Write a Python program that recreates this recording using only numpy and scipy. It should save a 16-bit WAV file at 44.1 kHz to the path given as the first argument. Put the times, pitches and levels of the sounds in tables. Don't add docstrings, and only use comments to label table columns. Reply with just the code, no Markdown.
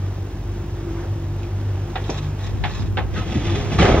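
import sys
import numpy as np
from scipy import signal
from scipy.fft import rfft, irfft, next_fast_len
from scipy.io import wavfile
from scipy.ndimage import map_coordinates

SR = 44100
rng = np.random.default_rng(int(sys.argv[2]) if len(sys.argv) > 2 else 0)


def inscribe(sig):
    pcm = np.round(np.clip(np.atleast_2d(sig).T, -1, 1) * 32767)
    wavfile.write(sys.argv[1], SR, pcm.astype(np.int16))


N = 4 * SR
TAIL = SR // 4


# t/s, level/dB
DRAG_LEVEL = [(3.08, -70.5), (3.14, -35.5), (3.18, -26.5), (3.235, -35), (3.32, -29), (3.47, -27.5),
              (3.57, -25), (3.69, -33), (3.735, -21.5), (3.775, -31), (3.83, -17.5), (3.9, -22), (4, -27)]
RATTLE_LEVEL = [(3.1, -68), (3.17, -31), (3.26, -51), (3.5, -38.5), (3.7, -45.5), (3.775, -41.5),
                (3.795, -22.5), (3.87, -25.5), (4, -33.5)]
# f/Hz, level/dB
MESH_SPECTRUM = [(150, 15.5), (400, 6.5), (800, 3.5), (1000, -12), (1300, -2), (1900, -3.5), (2400, -5),
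                 (3400, 0), (4500, -12), (6000, -10.5), (8000, -18.5), (12000, -45), (15500, -38)]
# t/s, level/dB
CLINKS = [(3.161, -35), (3.171, -35.5), (3.312, -44.5), (3.567, -45.5), (3.728, -42)]
# f/Hz, level/dB, t60/s
FRAME_MODES = [(1275, 1.5, .3), (2047, -5, 0.44), (2680, -1, .18), (3420, -11.5, .15), (4160, -10, .15)]

def creel_drag():
    scrape = friction(MESH_SPECTRUM, rate=1600, spread_db=2.2, judder_db=1.2, judder_hz=110,
                      smear_t60_s=.05, ramp_db=-12)
    wires = pings(rate=550, low_hz=900, high_hz=4100, t60_s=.06, spread_db=10)
    out = scrape * undb(curve(DRAG_LEVEL)) + wires * undb(curve(RATTLE_LEVEL))
    for start_s, db in CLINKS:
        frame = ring(FRAME_MODES)
        scuff = burst(MESH_SPECTRUM, t60_s=.079, rate=1600, tilt_db_oct=2)
        add(out, start_s, db, frame + undb(-4.5) * scuff)
    return out


# t/s, level/dB, tilt/(dB/oct), panel f/Hz
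BLOWS = [(3.786, -20, 2, 1165), (3.800, -19.5, -1, 567), (3.820, -16.5, -2, 792), (3.838, -14.5, -3.5, 385),
         (3.853, -18, -0.5, 666), (3.878, -17.5, -4, 495), (3.905, -19.5, -4, 649), (3.943, -16, -4, 319.3),
         (3.973, -18.5, -7, 417)]
# t/s, level/dB, boom f/Hz, boom t60/s
THUDS = [(3.262, -24, 151.5, 0.21), (3.355, -13, 135.7, .16), (3.366, -21.5, 292, 0.31),
         (3.564, -24, 412.6, 0.75), (3.725, -16, 146, 0.18), (3.781, -12.5, 79.3, .15),
         (3.799, -8, 173, 0.26), (3.895, -10.5, 116, 0.16), (3.934, -11.5, 78.5, 0.3)]
# f/Hz, level/dB
BLOW_SPECTRUM = [(80, -2), (200, -6.5), (400, 0.5), (720, -1.5), (1000, -11), (1250, -5), (1500, -11.5),
                 (1950, -10.5), (3300, -17.5), (6000, -24), (8000, -34), (15500, -61)]
THUD_SPECTRUM = [(25, -45.5), (60, 1.5), (130, -2), (220, -10), (340, -9.5), (500, -27.5), (1500, -64.5),
                 (4000, -88.5)]
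# f/Hz, level/dB, t60/s
RAMP_MODES = [(314.6, -0.5, 0.074), (388.5, -1, 0.14), (499, -8.5, 0.4), (545, -9, 0.34), (659.5, -7, 0.18),
              (750, 1, 0.065), (846, 0, 0.14), (1192, -9.5, 0.19), (1271, -13.5, 0.64), (1745, -6, .12),
              (1910, -10.5, 0.12), (3730, -12.5, 0.15)]

def creel_crash():
    out = np.zeros((2, N))
    for start_s, db, tilt_db_oct, panel_hz in BLOWS:
        panel = ring([(panel_hz, 0, .3)])
        clash = burst(BLOW_SPECTRUM, t60_s=.44, rate=2000, tilt_db_oct=tilt_db_oct)
        add(out, start_s, db, clash + undb(-9.5) * ring(RAMP_MODES) + undb(-5) * panel)
    for start_s, db, boom_hz, t60_s in THUDS:
        thud = burst(THUD_SPECTRUM, t60_s=.14, rate=4000)
        boom = ring([(boom_hz, 0, t60_s)])
        add(out, start_s, db, thud + undb(-4) * boom)
    return out


# t/s, level/dB
ROPE_LEVEL = [(1.98, -55.5), (2.05, -42.5), (2.085, -42), (2.105, -37), (2.14, -36.5), (2.19, -39),
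              (2.275, -43.5), (2.32, -68), (2.41, -42.5), (2.47, -35.5), (2.54, -56), (2.66, -43),
              (2.78, -38), (2.86, -44), (2.95, -70)]
# f/Hz, level/dB
ROPE_SPECTRUM = [(400, -18), (560, 3), (800, 14), (1050, 6.5), (1900, 3), (2500, 5), (3600, 5), (4500, -3),
                 (6500, 0), (8000, -9.5), (12000, -25.5), (15500, -33)]
# t/s, level/dB, resonance f/Hz
FLICKS = [(1.431, -48, 2300), (2.040, -48.5, 3480), (2.099, -39.5, 5930), (2.713, -50.5, 4250),
          (2.802, -52, 5000)]

def rope_run():
    hiss = friction(ROPE_SPECTRUM, rate=1500, spread_db=5, judder_db=2.2, judder_hz=70,
                    smear_t60_s=.035, ramp_db=-6)
    out = hiss * undb(curve(ROPE_LEVEL))
    for start_s, db, hz in FLICKS:
        add(out, start_s, db, rope_flick(hz))
    return out


# f/Hz, level/dB
FLICK_SPECTRUM = [(400, -21), (3500, 9.5), (6500, 1.5), (13000, -20.5)]

def rope_flick(hz):
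    tick = burst(FLICK_SPECTRUM, t60_s=.11, rate=4000)
    resonance = signal.lfilter(*signal.iirpeak(hz, Q=8, fs=SR), tick)
    return tick + undb(16.5) * resonance


# t/s, level/dB, tilt/(dB/oct), low mode f/Hz, upper mode f/Hz, bite f/Hz
SLAPS = [(1.956, -24, -2.5, 768, 1916, 3620), (2.094, -23.5, -11.5, 436, 787, 2410),
         (2.638, -21.5, -0.5, 835.6, 1730, 3620), (2.65, -31.5, -6.5, 827, 2020, 3040),
         (2.971, -20.5, -2, 758, 1542, 2940), (2.985, -24, -8.5, 748, 1086, 2550)]
# f/Hz, level/dB
SLAP_SPECTRUM = [(120, -18.5), (420, -4), (830, 4.5), (1100, -1.5), (1780, -0.5), (3600, -4), (5000, -22),
                 (7000, -37), (15000, -48)]

def rope_slaps():
    out = np.zeros((2, N))
    for start_s, db, tilt_db_oct, low_hz, upper_hz, bite_hz in SLAPS:
        smack = burst(SLAP_SPECTRUM, t60_s=.18, rate=5000, tilt_db_oct=tilt_db_oct)
        spot = undb(-5) * ring([(low_hz, 0, .17), (upper_hz, -4, .16)])
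        bite = undb(-22.5) * rope_flick(bite_hz)
        ramp = undb(-7) * ring(RAMP_MODES)
        add(out, start_s, db, smack + spot + bite + ramp)
    return out


# t/s, f/Hz
ENGINE_SPEED = [(0, 48.13), (.7, 48.26), (1.2, 48.43), (1.8, 48.97), (2.4, 48.76), (3.0, 48.4), (4, 47.97)]
# t/s, level/dB
THROB_LEVEL = [(0.0, -23), (0.26, -25.5), (0.31, -34), (0.59, -25), (0.65, -42), (0.73, -23.5), (0.8, -61),
               (0.9, -25), (1.03, -35.5), (1.11, -20.5), (1.19, -31), (1.73, -21), (1.95, -27.5),
               (2.87, -27.5), (2.9, -18.5), (3.08, -27.5), (3.24, -24.5), (3.29, -42), (3.54, -19.5),
               (3.59, -29), (3.7, -24.5)]
THIRD_LEVEL = [(.7, -41), (1.3, -34), (1.65, -42), (1.85, -34), (2.0, -40), (2.3, -27.5), (2.5, -47.5),
               (3.2, -41)]
DRONE_LEVEL = [(0, -47.5), (.65, -43.5), (.98, -34), (1.15, -43.5), (1.35, -40), (1.85, -45), (2.6, -58.5),
               (3.2, -39)]
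# multiple of speed, level/dB
MINOR_ORDERS = [(1, -32.5), (1.5, -50.5), (2.5, -48), (4, -54), (6, -49.5), (8, -52)]
# f/Hz, level/dB
HULL_SPECTRUM = [(20, -52.5), (45, -11.5), (75, 5.5), (105, 5.5), (140, -8), (190, -6), (280, -14),
                 (315, -8.5), (347, -4), (400, -12.5), (480, -20), (900, -41.5)]

def engine():
    turn = 2 * np.pi * np.cumsum(curve(ENGINE_SPEED)) / SR
    notes = undb(curve(THROB_LEVEL) - 1) * np.sin(2 * turn + .89 * walk(11)) * undb(.8 * walk(20))
    notes += undb(curve(THIRD_LEVEL) + 1.8 * walk(18)) * np.sin(3 * turn + .23 * walk(7.2))
    notes += undb(curve(DRONE_LEVEL) + 3.05 * walk(22)) * np.sin(7 * turn + walk(24))
    for order, db in MINOR_ORDERS:
        notes += undb(db + 1.6 * walk(8)) * np.sin(order * turn + .14 * order * walk(10))
    firing = 1 + .29 * np.cos(turn)
    rumble = colour(rng.standard_normal((2, N)) * firing, HULL_SPECTRUM)
    shared_only = np.array([[1], [0]])
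    return np.sqrt(2) * notes * shared_only + undb(-32) * rumble


# f/Hz, level/dB
WAKE_SPECTRUM = [(100, -26), (250, 8), (400, 5), (520, 2.5), (800, 2.5), (1050, -2), (1600, -6),
                 (2200, -10), (3000, -11), (4200, -17.5), (6000, -16.5), (8000, -23), (12000, -34.5),
                 (15500, -76)]
# t/s, level/dB
WAKE_LEVEL = [(0, -40), (.3, -41.5), (.85, -40), (1.0, -38), (1.15, -41.5), (1.9, -38.5), (2.35, -39.5),
              (3, -41.5), (4, -30.5)]
SLOP_LEVEL = [(.85, -82), (.96, -43), (1.05, -39.5), (1.18, -81.5)]

def wake():
    fizz = colour(grains(N, rate=9000, spread_db=3.5), WAKE_SPECTRUM)
    fizz *= undb(curve(WAKE_LEVEL) + .5 * walk(20))
    bubbles = pings(rate=480, low_hz=410, high_hz=2240, t60_s=.046, spread_db=10)
    return fizz + bubbles * undb(curve(SLOP_LEVEL))


# t/s, level/dB
GUST_LEVEL = [(2.3, -72), (2.5, -27), (3.0, -24.5), (3.4, -37), (3.7, -28.5), (4, -40)]
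# f/Hz, level/dB
WIND_SPECTRUM = [(20, -27.5), (60, 3), (120, -3), (250, -17), (500, -29), (1500, -99)]

def wind():
    return colour(rng.standard_normal((2, N)), WIND_SPECTRUM) * undb(curve(GUST_LEVEL) + 2 * walk(29))


# f/Hz, coherence (0-1), left lead/rad, left minus right/dB
PORT_RESPONSE = [(100, .998, -.03, .1), (350, .96, -.33, 1), (700, .87, -.57, -2.5),
                 (1200, .74, -.15, -1.5), (1900, .89, .1, -1.3), (2700, .46, .9, -2.2),
                 (3600, .33, 1.2, -1.8), (5000, .62, 1.9, -.7), (8000, .93, 2.8, 0), (8800, .999, 3.13, 0),
                 (11200, .999, 3.15, 0), (12500, .8, 3.5, 0), (14500, .55, 3.8, 0)]

def ports(pair):
    size = N + SR
    hz, side = np.fft.rfftfreq(size, 1 / SR), np.array([[1], [-1]])
    shared, diffuse = rfft(pair, size)
    coherence, lead_rad, balance_db = (across(PORT_RESPONSE, hz, column) for column in (1, 2, 3))
    both = np.sqrt((1 + coherence) / 2) * shared + side * np.sqrt((1 - coherence) / 2) * diffuse
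    return irfft(both * np.exp(side * 1j * lead_rad / 2) * undb(side * balance_db / 2))[:, :N]


def friction(spectrum, rate, spread_db, judder_db, judder_hz, smear_t60_s, ramp_db):
    slips = grains(N, rate, spread_db) * undb(judder_db * walk(judder_hz))
    deck = rng.standard_normal((2, TAIL)) * fade(smear_t60_s)
    smeared = unit(signal.fftconvolve(slips, deck, axes=1)[:, :N])
    ramp = unit(signal.fftconvolve(slips, ring(RAMP_MODES), axes=1)[:, :N])
    return colour(unit(slips + smeared), spectrum) + undb(ramp_db) * ramp


def burst(spectrum, t60_s, rate, tilt_db_oct=0):
    return colour(grains(TAIL, rate, spread_db=2.7) * fade(t60_s), spectrum, tilt_db_oct)


def ring(modes):
    t = np.arange(TAIL) / SR
    rung = np.zeros((2, TAIL))
    for hz, db, t60_s in modes:
        detuned_hz = hz * (1 + .003 * rng.standard_normal())
        rung += undb(db) * fade(t60_s) * np.sin(2 * np.pi * (detuned_hz * t + rng.random((2, 1))))
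    contact = 1 - np.exp(-(t / .0008) ** 2)
    power = sum(undb(db) ** 2 for _, db, _ in modes) / 2
    return contact * rung / np.sqrt(power)


def pings(rate, low_hz, high_hz, t60_s, spread_db):
    out, t = np.zeros((2, N + SR)), np.arange(SR // 25) / SR
    decay = np.exp(-np.log(1000) * t / t60_s)
    for when, pitch, size, spot in rng.random((int(rate * N / SR), 4)):
        hz, at = low_hz * (high_hz / low_hz) ** pitch, int(when * N)
        ping = undb(spread_db * size) * np.sqrt(low_hz / hz) * np.sin(2 * np.pi * hz * t) * decay
        out[:, at:at + len(t)] += np.outer([np.cos(2 * np.pi * spot), np.sin(2 * np.pi * spot)], ping)
    return unit(out[:, :N])


def grains(size, rate, spread_db):
    hit = rng.random((2, size)) < rate / SR
    strength = undb(spread_db * np.clip(rng.standard_normal((2, size)), -2, 2))
    return unit(hit * strength * rng.choice([-1, 1], (2, size)))


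def colour(x, spectrum, tilt_db_oct=0):
    size = 2 * next_fast_len((x.shape[-1] + TAIL) // 2)
    hz = np.fft.rfftfreq(size, 1 / SR)
    shape_db = across(spectrum, hz) + tilt_db_oct * np.log2(np.clip(hz, 200, 6000))
    cepstrum = irfft(np.log(unit(undb(shape_db))))
    cepstrum[1:size // 2] *= 2
    cepstrum[size // 2 + 1:] = 0
    return irfft(rfft(x, size) * np.exp(rfft(cepstrum)))[..., :x.shape[-1]]


def walk(knot_hz):
    knots = rng.standard_normal(1024)
    return unit(map_coordinates(knots, [np.arange(N) / SR * knot_hz], mode="mirror"))


def fade(t60_s):
    return np.exp(-np.log(1000) * np.arange(TAIL) / SR / t60_s)


def curve(rows):
    return np.interp(np.arange(N) / SR, *np.array(rows, float).T)


def across(rows, hz, column=1):
    rows = np.array(rows, float)
    return np.interp(np.log(hz + 1), np.log(rows[:, 0]), rows[:, column])


def undb(db):
    return 10 ** (np.asarray(db) / 20)


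def unit(x):
    return x / np.sqrt(np.mean(x ** 2))


def add(out, start_s, db, sound):
    at = int(start_s * SR)
    out[:, at:at + TAIL] += undb(db) * sound[:, :N - at]


def scene():
    deck = engine() + wake() + rope_run() + rope_slaps() + creel_drag() + creel_crash()
    return ports(deck) + wind()


def record(dry):
    low_cut = signal.butter(3, 28, "high", fs=SR, output="sos")
    high_cut = signal.ellip(10, .2, 80, 15750, fs=SR, output="sos")
    thinned = signal.sosfilt(low_cut, dry)
    rounded = thinned / (1 + (thinned / .95) ** 4) ** .25
    return signal.sosfilt(high_cut, rounded)


dry = scene()
out = record(dry)
inscribe(out)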